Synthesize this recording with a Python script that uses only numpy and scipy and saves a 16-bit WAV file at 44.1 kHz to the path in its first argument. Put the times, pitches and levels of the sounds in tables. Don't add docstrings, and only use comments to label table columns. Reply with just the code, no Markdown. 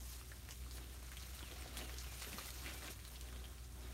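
import sys
import numpy as np
from scipy import signal
from scipy.io import wavfile

SR = 44100
rng = np.random.default_rng(int(sys.argv[2]) if len(sys.argv) > 2 else 0)


def log_audio(samples):
    frames = np.atleast_2d(samples).T
    limited = np.clip(frames, -1, 1)
    pcm = np.round(limited * 32767).astype(np.int16)
    wavfile.write(sys.argv[1], SR, pcm)


N = 173313

# time_s, level_db
LEAF_STIR = [(0.0, -57), (0.13, -54.5), (0.22, -61), (0.48, -63), (0.51, -56.5), (0.54, -59.5), (0.69, -63),
             (0.77, -56), (0.8, -63.5), (1.19, -60), (1.75, -60.5), (1.77, -55), (1.81, -57.5), (1.97, -61),
             (1.99, -59.5), (2.08, -58.5), (2.2, -55), (2.9, -57.5), (2.91, -53.5), (2.94, -61.5),
             (3.7, -65), (3.93, -64)]


def from_db(db):
    return 10 ** (np.asarray(db) / 20)


def unit_rms(x):
    return x / np.sqrt(np.mean(x ** 2) + 1e-20)


def envelope(rows):
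    return from_db(np.interp(np.arange(N) / SR, *np.transpose(rows)))


def drift(rate_hz):
    hop, settle = 40, 2000
    pole = np.exp(-2 * np.pi * rate_hz * hop / SR)
    noise = rng.standard_normal(N // hop + settle + 2)
    slow = signal.lfilter([1], [1, -2 * pole, pole * pole], noise)[settle:]
    return np.interp(np.arange(N) / hop, np.arange(len(slow)), unit_rms(slow))


def band(x, low_hz, high_hz, order=2):
    sos = signal.butter(order, [low_hz, min(high_hz, .45 * SR)], "band", fs=SR, output="sos")
    return signal.sosfilt(sos, x + 1e-18)


def add(out, start_s, sound):
    i = max(int(start_s * SR), 0)
    out[i:i + len(sound)] += sound[:max(N - i, 0)]


def fractures(per_s, spread_db):
    sizes = from_db(spread_db * np.minimum(rng.exponential(1, N), 4.5))
    signs = rng.choice([-1, 1], N)
    return unit_rms(sizes * signs * (rng.random(N) < per_s / SR))


def coloured(sources, spectrum, flicker_db, flicker_hz):
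    out, edges_hz = 0, np.geomspace(22, 18000, 31)
    freq_hz, gain_db = np.transpose(spectrum)
    for k, (low_hz, high_hz) in enumerate(zip(edges_hz, edges_hz[1:])):
        centre_hz = np.sqrt(low_hz * high_hz)
        if freq_hz[0] / 2 < centre_hz < freq_hz[-1] * 2:
            band_db = np.interp(np.log(centre_hz), np.log(freq_hz), gain_db)
            gain = from_db(band_db + flicker_db * drift(flicker_hz))
            out = out + gain * band(sources[k % 2], low_hz, high_hz)
    return unit_rms(out)


def thicket(x, wet_db, t60_s):
    t = np.arange(SR // 3) / SR
    spray = rng.standard_normal(len(t)) * (rng.random(len(t)) < .15)
    spray *= from_db(-60 * t / t60_s) * (t > .001)
    return x + from_db(wet_db) * signal.fftconvolve(x, spray / np.linalg.norm(spray))[:N]


def crackle(spectrum, per_s, spread_db, wet_db, flicker_db):
    def spot():
        return thicket(fractures(per_s, spread_db), wet_db, t60_s=0.14)
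    shared = spot() + spot()
    sources = [shared + spot() + spot() for _ in range(2)]
    return coloured(sources, spectrum, flicker_db, flicker_hz=26)


def bursts(rows, per_s, spread_db, edge_ratio, attack_s):
    out, t = np.zeros(N), np.arange(SR // 5) / SR
    for start_s, decay_s, level_db, centre_hz in rows:
        shape = np.minimum(t / attack_s, 1) * np.exp(-(t / decay_s) ** 2)
        run = fractures(per_s, spread_db)[:len(t)] * shape
        run = band(run, centre_hz / edge_ratio, centre_hz * edge_ratio)
        add(out, start_s, from_db(level_db) * unit_rms(run) * np.sqrt(np.mean(shape ** 2)))
    return out


def leaf_rustle():
    # freq_hz, gain_db
    spectrum = [(1000, -5.5), (2500, -3.5), (4200, -1), (6000, 3), (8500, -1.5), (12000, 1.5), (15500, -8)]
    rustle = crackle(spectrum, per_s=1000, spread_db=3, wet_db=0, flicker_db=1.5)
    return envelope(LEAF_STIR) * from_db(-1) * rustle


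def rooting():
    # time_s, level_db
    pushes = [(0.0, -78), (0.13, -62.5), (0.31, -68.5), (0.32, -60), (0.35, -69), (0.48, -64), (0.49, -59),
              (0.56, -74), (0.61, -66), (1.76, -56.5), (1.77, -51.5), (1.86, -57.5), (2.21, -59.5),
              (2.22, -48.5), (2.32, -57.5), (2.33, -52.5), (2.57, -60), (2.67, -52.5), (2.79, -60.5),
              (2.87, -50.5), (2.97, -64), (3.41, -65), (3.74, -71), (3.93, -64)]
    # freq_hz, gain_db
    spectrum = [(450, -11.5), (600, -3), (850, -6.5), (1220, 1), (1600, -0.5), (2000, -2), (2400, 0),
                (3200, -5), (4200, -1.5), (5500, -8), (12000, -18)]
    scrape = crackle(spectrum, per_s=300, spread_db=3.5, wet_db=-0.5, flicker_db=1.8)
    return envelope(pushes) * from_db(-2) * scrape


def soil_scuffs():
    # time_s, level_db
    shifts = [(0.0, -57), (0.06, -71), (0.54, -66), (0.55, -81), (0.77, -59.5), (1.19, -71), (1.79, -57.5),
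              (1.82, -53.5), (1.99, -71.5), (2.07, -58.5), (2.1, -67), (2.36, -58.5), (2.56, -67.5),
              (2.65, -57), (2.79, -59), (2.89, -55), (2.94, -70), (3.39, -59.5), (3.67, -72.5),
              (3.85, -59.5)]
    # freq_hz, gain_db
    spectrum = [(90, -15), (140, -1), (280, 1.5), (370, 1.5), (470, -4), (600, -1.5), (780, -7.5),
                (1800, -12)]
    return envelope(shifts) * crackle(spectrum, per_s=300, spread_db=2.5, wet_db=2, flicker_db=1.74)


def stem_ticks():
    per_s, low_hz, high_hz, t60_cycles = 70, 2280, 9900, 12
    out, t = np.zeros(N), np.arange(SR // 100) / SR
    for when, pitch, size in rng.random((int(per_s * N / SR), 3)):
        pitch_hz = low_hz * (high_hz / low_hz) ** pitch
        level_db = 6 - 3 * np.log(size + .02)
        decay = from_db(level_db - 60 * t * pitch_hz / t60_cycles)
        add(out, when * N / SR, decay * np.sin(2 * np.pi * pitch_hz * t))
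    return envelope(LEAF_STIR) * thicket(out, wet_db=-2, t60_s=0.15)


def twig_snaps():
    # start_s, ring_db, pitch_hz, crack_db, t60_cycles
    snaps = [(.213, -48, 1260, -68, 14), (.318, -43, 1760, -64, 26), (.489, -38, 2030, -55, 5.5),
             (.509, -38.5, 2880, -50, 9.1), (.521, -47, 2670, -61, 10), (.664, -51, 1290, -71, 12),
             (0.711, -40, 4610, -59, 12), (0.783, -44.5, 1500, -66, 10), (1.028, -45.5, 1130, -55, 6),
             (1.117, -43, 1600, -50.5, 13), (1.1698, -38.5, 3270, -52, 22), (1.235, -45.5, 3120, -64, 10),
             (1.288, -51, 1560, -71, 7.4), (1.392, -40, 3850, -59, 15), (1.407, -43, 1430, -68, 13),
             (1.429, -39, 3200, -60, 13), (1.5, -50, 2500, -57, 6), (1.514, -37, 3430, -56, 10),
             (1.521, -41, 3300, -57, 6.5), (1.623, -40.5, 2850, -52.5, 8.1), (1.652, -52, 1870, -69, 11),
             (1.771, -32, 3400, -42.5, 12), (1.814, -38, 3020, -67, 11), (1.895, -38, 2070, -58, 7.3),
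             (1.942, -46, 2900, -52, 6), (1.984, -45, 5900, -53, 17), (2.044, -41.5, 2910, -57, 13),
             (2.22, -43, 1160, -56, 10), (2.246, -34.5, 2740, -62, 7.6), (2.3314, -35, 2320, -57, 10.4),
             (2.384, -41, 1220, -64, 18), (2.384, -36.5, 4150, -63, 16), (2.411, -42, 2300, -64, 10),
             (2.459, -44, 5200, -52.5, 7), (2.469, -46, 4400, -49, 7), (2.49, -43, 4250, -58, 14),
             (2.505, -36, 4100, -49.5, 14), (2.662, -34, 2110, -51, 9.1), (2.823, -42.5, 1940, -71, 14),
             (2.882, -37, 2550, -59, 8.8), (2.992, -44, 2190, -60, 8), (3.051, -41, 4230, -53.5, 19),
             (3.078, -47.5, 4040, -63, 21), (3.211, -56, 2880, -49, 22), (3.287, -45, 2840, -67, 9),
             (3.327, -46.5, 1370, -58, 9.8), (3.361, -44.5, 3150, -63, 14), (3.442, -44.5, 3200, -72, 26),
             (3.455, -46, 3150, -68, 24), (3.583, -48, 2660, -56.5, 6.4)]
    ring_trim_db, crack_trim_db, wet_db, echo_t60_s = 0.5, 10, -2.5, 0.076
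    out, t = np.zeros(N), np.arange(SR // 6) / SR
    for start_s, ring_db, pitch_hz, crack_db, t60_cycles in snaps:
        splinter, spray = rng.standard_normal((2, len(t)))
        ring = np.sin(2 * np.pi * pitch_hz * t) * from_db(-60 * t * pitch_hz / t60_cycles)
        crack = band(splinter * np.exp(-t / 0.0007), 1100, 12000, order=1)
        snap = from_db(ring_db + ring_trim_db) * ring + from_db(crack_db + crack_trim_db) * crack
        spray *= from_db(-60 * t / echo_t60_s) * (t > .001)
        echoes = signal.fftconvolve(snap, spray / np.linalg.norm(spray))[:len(t)]
        add(out, start_s, snap + from_db(wet_db) * echoes)
    return out


def litter_crunches():
    # start_s, decay_s, level_db, centre_hz
    crunches = [(0.507, .025, -56.5, 6030), (.752, 0.021, -62, 9000), (1.116, .025, -58, 1700),
                (1.195, 0.035, -59.5, 5000), (1.345, 0.036, -58, 10500), (1.772, 0.024, -52.5, 9300),
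                (1.982, 0.038, -51.5, 5440), (2.218, 0.021, -52.5, 7000), (2.331, 0.014, -67, 2230),
                (2.653, 0.065, -52, 2320), (2.906, .025, -56, 9500), (3.156, 0.021, -56, 3700),
                (3.443, 0.015, -67, 3100)]
    return bursts(crunches, per_s=3000, spread_db=3, edge_ratio=1.32, attack_s=0.0012)


def earth_thuds():
    # start_s, decay_s, level_db, centre_hz
    thuds = [(.755, 0.065, -72, 680), (.8, 0.033, -62.5, 252), (1.028, 0.012, -73, 600),
             (1.428, 0.0077, -50.5, 224), (1.43, 0.011, -57, 890), (1.505, 0.025, -57, 445),
             (1.655, 0.0097, -53, 640), (1.695, 0.01, -68, 318), (1.81, 0.026, -61, 627),
             (1.82, .025, -60, 270), (1.895, 0.0066, -56, 564), (1.935, 0.0096, -55, 327),
             (2.12, .015, -59, 690), (2.265, .025, -54, 347), (2.335, .04, -54, 221),
             (2.452, 0.0093, -57, 750), (2.878, 0.017, -57, 397)]
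    return bursts(thuds, per_s=2000, spread_db=1.5, edge_ratio=1.39, attack_s=0.0017)


def bird():
    # start_s, length_s, start_hz, end_hz, level_db
    whistles = [(1.391, .14, 3800, 2225, -63.5), (1.793, .09, 3230, 2740, -60),
                (2.037, 0.11, 2600, 2335, -63), (2.72, 0.064, 2430, 2290, -60)]
    out = np.zeros(N)
    for start_s, length_s, start_hz, end_hz, level_db in whistles:
        progress = np.linspace(0, 1, int(length_s * SR))
        pitch_hz = end_hz + (start_hz - end_hz) * (1 - progress) ** 1.5
        swell = np.sqrt(np.abs(np.sin(np.pi * progress)))
        add(out, start_s, from_db(level_db) * swell * np.sin(2 * np.pi * np.cumsum(pitch_hz) / SR))
    return thicket(out, wet_db=-3, t60_s=0.52)


def far_hum():
    # pitch_ratio, level_db
    partials = [(1, -53), (2, -68), (6.17, -76.5)]
    # time_s, gain_db
    swells = [(0, 1.5), (.3, -1.5), (.46, -4), (.62, 2), (1.2, -1.5), (1.4, -2), (1.88, 3), (2.45, -3),
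              (2.62, 2.5), (3.0, -2), (3.18, -1.5), (3.36, 3), (3.7, -1), (3.93, 2.5)]
    pitch_hz = 61.15 + 0.606 * drift(rate_hz=2.25)
    phase = 2 * np.pi * np.cumsum(pitch_hz) / SR
    hum = 0
    for pitch_ratio, level_db in partials:
        waver_db = 1.13 * drift(rate_hz=6.2)
        hum = hum + np.sqrt(2) * from_db(level_db + waver_db) * np.sin(pitch_ratio * phase)
    return hum * envelope(swells)


def air():
    # freq_hz, gain_db
    spectrum = [(25, -10), (33, -5), (43, 30.5), (52, 20), (72, 25), (88, 24.5), (125, 15), (160, 14),
                (370, 3), (750, -7), (1300, 0), (2300, -8), (5000, -8.5), (9000, -4), (13000, -12),
                (15500, -7)]
    noise = rng.standard_normal((2, N))
    return from_db(-59) * coloured(noise, spectrum, flicker_db=1.45, flicker_hz=6.5)


def scene():
    impacts = litter_crunches() + earth_thuds()
    foraging = leaf_rustle() + rooting() + soil_scuffs()
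    foraging *= from_db(0.98 * drift(rate_hz=39))
    return (foraging + stem_ticks() + twig_snaps() + impacts + bird() + far_hum() + air())[None]


def record(dry):
    # centre_hz, width_hz, gain_db
    ripples = [(4820, 210, -3), (7580, 400, -3.5), (9130, 1450, 3), (10380, 760, -7.5), (11500, 620, 2)]
    cutoff_hz = 15750
    for centre_hz, width_hz, gain_db in ripples:
        resonance = signal.lfilter(*signal.iirpeak(centre_hz, centre_hz / width_hz, fs=SR), dry)
        dry = dry + (from_db(gain_db) - 1) * resonance
    return signal.sosfilt(signal.ellip(12, .2, 70, cutoff_hz, fs=SR, output="sos"), dry)


dry = scene()
out = record(dry)
log_audio(out)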